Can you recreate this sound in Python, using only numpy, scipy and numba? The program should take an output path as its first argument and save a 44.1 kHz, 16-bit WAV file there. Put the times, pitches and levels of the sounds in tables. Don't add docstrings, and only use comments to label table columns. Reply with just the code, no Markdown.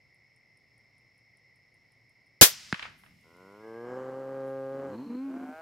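import sys
import numpy as np
from scipy import signal
from scipy.fft import rfft, irfft
from scipy.io import wavfile
from scipy.ndimage import uniform_filter1d, map_coordinates
from numba import njit

SR = 44100
rng = np.random.default_rng(int(sys.argv[2]) if len(sys.argv) > 2 else 0)


def wav_out(sig):
    wavfile.write(sys.argv[1], SR, np.round(np.clip(np.atleast_2d(sig).T, -1, 1) * 32767).astype(np.int16))


N = 247401
T = np.arange(N) / SR
SHOT_S, SMACK_S = 2.4112, 2.7267


def undb(db):
    return 10 ** (np.asarray(db) / 20)


def unit(x):
    return x / np.sqrt(np.mean(x ** 2) + 1e-20)


def curves(table):
    s, *columns = np.transpose(table)
    return [np.interp(T, s, c) for c in columns]


def gate(start, end, rise, fall):
    return np.clip(1 + np.minimum((T - start) / rise, (end - T) / fall), 0, 1)


def sounding(table):
    return gate(table[0][0], table[-1][0], rise=.022, fall=.022)


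def since(start):
    return np.maximum(T - start, 0)


def decay(start, t60, hold=0):
    return (T >= start) * np.exp(-np.log(1000) * since(start + hold) / t60)


def swell(peak, width):
    return np.exp(-.5 * ((T - peak) / width) ** 2)


def walk(rate):
    count = int(N / SR * rate) + 4
    return unit(map_coordinates(rng.standard_normal(count), [T * rate + 1], order=2))


def butter(x, hz, kind):
    return signal.sosfilt(signal.butter(2, hz, kind, fs=SR, output="sos"), x)


def colour(x, points, size=8192):
    hz, db = np.transpose(points)
    bins_hz = np.fft.rfftfreq(size, 1 / SR)
    log_gain = np.log(undb(np.interp(np.log(bins_hz + 1), np.log(hz), db)))
    cepstrum = irfft(log_gain)[:size // 2]
    cepstrum[1:] *= 2
    response = irfft(np.exp(rfft(cepstrum, size)))[:size // 2]
    return signal.fftconvolve(x, response)[:N]


def wide(points, side_db, envelope=1):
    mid_noise, side_noise = rng.standard_normal((2, N))
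    gain = 1 / np.sqrt(np.sum(colour(signal.unit_impulse(N), points) ** 2))
    side = undb(side_db) * colour(side_noise * envelope, points)
    return gain * (colour(mid_noise * envelope, points) + np.array([side, -side]))


# (start [s], end [s], centre [Hz], half-width [Hz], level [dB])
CRICKET_BANDS = [(0, 3.95, 2095, 240.4, -67), (0, 3.1, 2600, 260.2, -86.5), (0, 3.97, 5290, 340, -77.5)]


def crickets():
    out = 0
    for start, end, hz, width, db in CRICKET_BANDS:
        steps = (-4, -2, -1, -.5, 0, .5, 1, 2, 4)
        band = [(hz + width * k, -min(12 * k * k, 20 * abs(k))) for k in steps]
        chirr = wide(band, side_db=-12) * undb(db + .3985 * walk(30))
        out += chirr * gate(start, end, rise=.13, fall=.04)
    return out


# (frequency [Hz], gain [dB])
TICK_EQ = [(5500, -40), (7500, -13), (8800, -1.5), (10500, -3), (12000, -17), (15000, -26)]


def ticking_insect():
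    gaps_s = np.maximum(.216 - .0047 * np.arange(20), .156)
    ticks = sum(decay(s, t60=.005) + .16 * decay(s, t60=.088) for s in np.cumsum([.146, *gaps_s]))
    return wide(TICK_EQ, side_db=-4, envelope=ticks * undb(-65 - 28 * since(3.28)))


# (frequency [Hz], gain [dB])
NIGHT_EQ = [(25, -23), (55, -11), (90, -6), (120, 3.5), (165, -7.5), (300, -12.5), (650, -14.5),
            (1400, -24), (2700, -24.5), (3600, -29), (4500, -23), (6000, -31), (7500, -37.5), (15000, -42)]


def night_air():
    return wide(NIGHT_EQ, side_db=-10) * undb(-71 + .38 * walk(6.6))


def crack(start, hz, t60):
    cycles = hz * since(start)
    return np.sin(2 * np.pi * cycles) * (1 - np.exp(-cycles / .12)) * decay(start, t60)


# (frequency [Hz], gain [dB])
BLAST_EQ = [(30, -10.5), (100, -0.5), (200, -6), (370, 0.5), (520, -2.5), (750, -9), (1100, -6), (1600, -3),
            (2600, -3.5), (3500, -0.5), (6500, 0), (10000, -3.5), (13000, -0.5), (15500, -8)]


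def rifle():
    attack = np.minimum(since(SHOT_S) / .0008, 1)
    treble = wide(BLAST_EQ, side_db=-2.5, envelope=attack * decay(SHOT_S, t60=.14, hold=.018))
    treble = butter(butter(treble, 420, "high"), 420, "high")
    bass = wide(BLAST_EQ, side_db=-5.5, envelope=attack * decay(SHOT_S, t60=.046, hold=.014))
    gas = undb(-7) * treble + undb(-1.5) * butter(bass, 670, "low")
    thud = undb(-18.5) * crack(SHOT_S + .001, hz=104, t60=.04994)
    left, right = butter(gas + thud, 40, "high")
    pan_db, lag_samples = 2.1, 3
    return np.array([left * undb(pan_db / 2), np.roll(right, lag_samples) * undb(-pan_db / 2)])


# (frequency [Hz], gain [dB])
FIELD_EQ = [(40, -23.5), (160, -13.5), (500, -23), (1400, -8.5), (2200, -4), (3700, -5.5), (5200, -0.5),
            (8000, -11), (15000, -29)]
# (frequency [Hz], gain [dB])
HILLS_EQ = [(30, -19.5), (70, -3.5), (200, 0), (300, -10.5), (500, -21.5), (2000, -45)]
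# (time [s], level [dB], t60 [s])
HILL_RETURNS = [(2.45, -66, 7), (2.859, -60.5, 0.53), (3.07, -66, 0.46)]


def rolling_report():
    start = SHOT_S + .0078
    field_edge_s = 2.85
    ground = undb(-28) * decay(start, t60=.4)
    field = undb(-45) * decay(start, t60=2.3) * decay(start, t60=.73, hold=field_edge_s - start)
    bright = wide(FIELD_EQ, side_db=-9, envelope=np.hypot(ground, field))
    dull = signal.sosfiltfilt(signal.butter(2, 6000, fs=SR, output="sos"), bright)
    far = np.minimum(since(SHOT_S) / .54, 1) ** 2
    returns = sum(undb(db) * decay(s, t60) for s, db, t60 in HILL_RETURNS)
    hills = wide(HILLS_EQ, side_db=-10.5, envelope=returns)
    return (1 - far) * bright + far * dull + hills


# (frequency [Hz], gain [dB])
SMACK_EQ = [(100, -15), (400, -17), (800, -7.5), (1400, 0), (2600, -1), (4000, -10.5), (6500, -28),
            (10000, -32), (15000, -52)]


def bullet():
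    smack = undb(-9.5) * crack(SMACK_S, hz=1710, t60=.0047)
    smack += undb(-15) * crack(SMACK_S, hz=3700, t60=.0022)
    thump = undb(-15.5) * crack(SMACK_S + .0016, hz=182, t60=.024)
    spray = wide(SMACK_EQ, side_db=-3.5, envelope=undb(-31) * decay(SMACK_S, t60=.032))
    return butter(butter(smack, 7900, "low") + thump, 95, "high") + spray


# (time [s], level [dB], low-pass cutoff [Hz])
SLAPBACKS = [(2.7429, -30.5, 9000), (2.7945, -35, 9000), (2.8237, -39, 9000), (2.827, -33.5, 12000),
             (2.8534, -36, 1900), (3.036, -48, 2000), (3.062, -53.5, 4000)]


def bullet_echoes():
    out = wide(SMACK_EQ, side_db=-4, envelope=undb(-48.5) * swell(2.845, width=.026))
    for s, db, cutoff_hz in SLAPBACKS:
        burst = decay(s, t60=.02) + undb(-14.5) * decay(s, t60=.39)
        out += undb(db) * butter(wide(SMACK_EQ, side_db=-3, envelope=burst), cutoff_hz, "low")
    return out


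# (frequency [Hz], gain [dB])
HISS_EQ = [(1400, -22), (2400, -1), (3000, -4.5), (3500, -10.5), (4300, -9), (5500, -12), (7600, -15.5),
           (10500, -17.5), (13500, -16), (15500, -29)]


def hiss():
    start = 2.95
    bed = wide(HISS_EQ, side_db=-5.5) * undb(-74 + 1.9 * since(start))
    return bed * gate(start, T[-1], rise=.11, fall=1)


# (frequency [Hz], gain [dB])
GRASS_EQ = [(4000, -31), (7500, -11), (9000, -2), (11500, 0), (13500, -7.5), (15500, -22)]
# (time [s], level [dB], width [s])
SWISHES = [(2.991, -72, 0.013), (3.05, -75.5, .03), (4.491, -78, 0.032)]


def grass():
    swishes = sum(undb(db) * swell(s, width) for s, db, width in SWISHES)
    return wide(GRASS_EQ, side_db=-4, envelope=swishes)


# (frequency [Hz], gain [dB])
RASP_EQ = [(60, -30.5), (130, -4.5), (300, 6), (550, 4.5), (750, 2.5), (1150, 2.5), (1420, -4),
           (1650, -6.5), (2000, -12), (2600, -29.5), (3000, -18.5), (3600, -35), (7700, -28), (9000, -46.5)]


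def vocal_folds(hz, rough, jitter, shimmer):
    rough = np.clip(rough, 0, 1)
    cycles = np.cumsum(hz * (1 + jitter * (rough + .035) * walk(140))) / SR
    at = np.interp(np.arange(1, int(cycles[-1]) + 1), cycles, np.arange(N))
    index = np.minimum(at.astype(int), N - 2)
    size = np.sqrt(SR / hz[index]) * (1 + shimmer * rough[index] * rng.standard_normal(N)[:len(at)])
    pulses = np.zeros(N)
    pulses[index], pulses[index + 1] = size * (1 - at % 1), size * (at % 1)
    puffs = np.exp(-(cycles % 1)) * rng.standard_normal(N)
    return pulses, rough * unit(colour(puffs, RASP_EQ))


def roughness(spells, clear=.09):
    return clear + sum(amount * gate(s, s, rise, fall) for s, rise, fall, amount in spells)


def even(sound):
    return sound / np.sqrt(np.abs(uniform_filter1d(sound ** 2, SR // 20)) + 1e-12)


# (time [s], pitch [Hz])
BELLOW_PITCH = [(3.25, 79.55), (3.524, 101), (3.656, 111.3), (3.722, 112.5), (3.968, 127.9), (4.224, 133.7),
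                (4.688, 134.2), (4.854, 137.4), (4.95, 128.1)]
# (time [s], level [dB])
BELLOW_LEVEL = [(3.24, -67), (3.42, -55), (3.616, -52), (3.654, -46), (3.948, -38.5), (4.258, -39),
                (4.43, -36), (4.854, -37.5), (4.95, -42.5)]
# (peak time [s], rise [s], fall [s], added roughness [0-1])
BELLOW_GRIT = [(3.25, .05, 0.68, 0.24), (3.9, 0.076, 0.66, 0.55), (4.95, 0.26, .1, 0.55)]
# (frequency [Hz], gain [dB])
SHUT_EQ = [(60, -39), (100, -8), (190, 4), (300, 0.5), (480, 5.5), (650, -4), (850, -10), (1000, 3.5),
           (1200, -9), (1450, 3.5), (1650, -23), (2500, -35), (5000, -48)]
HALF_OPEN_EQ = [(70, -40), (115, -12), (230, -7), (350, -1), (470, 4.5), (580, -12), (930, -12.5),
                (1200, -12), (1380, -33), (1630, -5.5), (1780, -28), (2600, -48), (3000, -34), (3600, -51)]
OPEN_EQ = [(70, -39), (132, -11), (265, -5.5), (400, -4.5), (535, 5), (660, -17), (800, -10), (940, -24.5),
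           (1200, -15), (1380, -23.5), (1610, -19), (1750, -31), (1880, -29.5), (2200, -34), (2500, -47)]


def bellow():
    hz, = curves(BELLOW_PITCH)
    db, = curves(BELLOW_LEVEL)
    shut_hz, open_hz, jaw_share = 91, 136.1, .19
    jaw_drop = gate(3.655, T[-1], rise=.043, fall=1)
    gradual = (hz - shut_hz) / (open_hz - shut_hz)
    opening = np.clip((1 - jaw_share) * gradual + jaw_share * jaw_drop, 0, 1)
    pulses, rasp = vocal_folds(hz, roughness(BELLOW_GRIT), jitter=.015, shimmer=.2)
    shapes = (0, SHUT_EQ), (.5, HALF_OPEN_EQ), (1, OPEN_EQ)
    voice = sum(np.maximum(1 - 2 * abs(opening - at), 0) * colour(pulses, eq) for at, eq in shapes)
    voice = even(butter(voice, 3500, "low")) + undb(-5) * rasp
    return voice * undb(db) * sounding(BELLOW_PITCH)


def register(hz, rough, throat, jitter, shimmer, rasp_db):
    pulses, rasp = vocal_folds(hz, rough, jitter, shimmer)
    return even(colour(pulses, throat)) + undb(rasp_db) * rasp


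# (frequency [Hz], gain [dB])
BREAK_EQ = [(55, -45), (95, -9.5), (150, -13), (210, 1.5), (290, 5.5), (380, -12), (480, -10), (700, -32),
            (950, -13), (1300, -40.5), (2000, -36), (5000, -57.5)]


def voice_break():
    start_s, loudest_s, top_s, end_s = 4.72, 5.01, 5.04, 5.17
    low_hz, high_hz = 83.1, 144.6
    progress = np.minimum(since(start_s) / (top_s - start_s), 1)
    hz = low_hz + (high_hz - low_hz) * progress ** 2.6
    db = -38.5 + np.minimum(66 * (T - loudest_s), 115 * (loudest_s - T))
    voice = register(hz, np.full(N, .31), BREAK_EQ, jitter=.03, shimmer=.4, rasp_db=-5)
    return voice * undb(db) * gate(start_s, end_s, rise=.02, fall=.02)


# (frequency [Hz], gain [dB])
TRILL_EQ = [(3400, -40), (3880, -14), (4080, 0), (4280, 0), (4430, -13), (5000, -40)]


def insect_trill():
    band = unit(colour(rng.standard_normal(N), TRILL_EQ))
    flutter = 1 + .33 * np.sin(2 * np.pi * 47.8 * T)
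    return undb(-70.5) * band * flutter * gate(4.96, 5.195, rise=.096, fall=.06)


# (time [s], pitch [Hz])
HOOT_CURVE = [(5.07, 233.2), (5.17, 254), (5.25, 276.3), (5.32, 264.8), (5.5, 262.3)]
# (frequency [Hz], gain [dB])
HOOT_EQ = [(120, -44), (200, 3), (260, 4.5), (330, 8), (400, -5), (500, -9), (650, -59), (800, -20),
           (1100, -20.5), (1600, -36), (2300, -32), (5000, -78)]


def hoot():
    hz, = curves(HOOT_CURVE)
    clean = gate(5.175, 5.26, rise=.021, fall=.046)
    rough = .43 * (1 - clean)
    voice = register(hz, rough, HOOT_EQ, jitter=.035, shimmer=.9, rasp_db=-13)
    tiring_db = 26 * since(5.31)
    falter_db = 11 * rough * np.maximum(walk(70), 0)
    return voice * undb(-35.5 - tiring_db - falter_db) * gate(5.09, 5.49, rise=.04, fall=.061)


@njit
def resonance(x, hz, width):
    y, band, low = np.empty(len(x)), 0., 0.
    for i in range(len(x)):
        g, k = np.tan(np.pi * hz[i] / SR), width / hz[i]
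        v = (band + g * (x[i] + 1e-18 - low)) / (1 + g * (g + k))
        band, low, y[i] = 2 * v - band, low + 2 * g * v, k * v
    return y


# (time [s], pitch [Hz])
CLIMB_CURVE = [(5.17, 101), (5.25, 112.9), (5.36, 139), (5.5, 151.5), (5.61, 163.5)]
# (peak time [s], rise [s], fall [s], added roughness [0-1])
CLIMB_GRIT = [(5.42, .22, 0.17, 0.5)]
# (frequency [Hz], gain [dB])
CLIMB_EQ = [(150, -48), (300, -11), (480, -7), (640, -1), (790, -2.5), (960, -10), (1100, -10),
            (1280, -4.5), (1550, 1), (1850, -21.5), (2200, -12.5), (3500, -40), (8000, -38)]


def climb():
    hz, = curves(CLIMB_CURVE)
    db = -45.5 + 25 * np.log2(hz / hz.max())
    mouth_hz, width_hz = np.minimum(4.9 * hz, 705), 170.
    pulses, rasp = vocal_folds(hz, roughness(CLIMB_GRIT), jitter=.018, shimmer=.45)
    mouth = resonance(resonance(pulses, mouth_hz, width_hz), mouth_hz, width_hz)
    voice = even(undb(6) * mouth + colour(pulses, CLIMB_EQ))
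    return (voice + undb(-1) * rasp) * undb(db) * sounding(CLIMB_CURVE)


def scene():
    gunshot = rifle() + rolling_report() + bullet() + bullet_echoes()
    bull = bellow() + voice_break() + hoot() + climb()
    ambience = insect_trill() + crickets() + ticking_insect() + grass() + night_air() + hiss()
    return gunshot + bull + ambience


def record(dry):
    high_cut = signal.ellip(10, .2, 70, 15800, fs=SR, output="sos")
    return signal.sosfilt(high_cut, np.clip(dry, -.95, .95))


dry = scene()
out = record(dry)
wav_out(out)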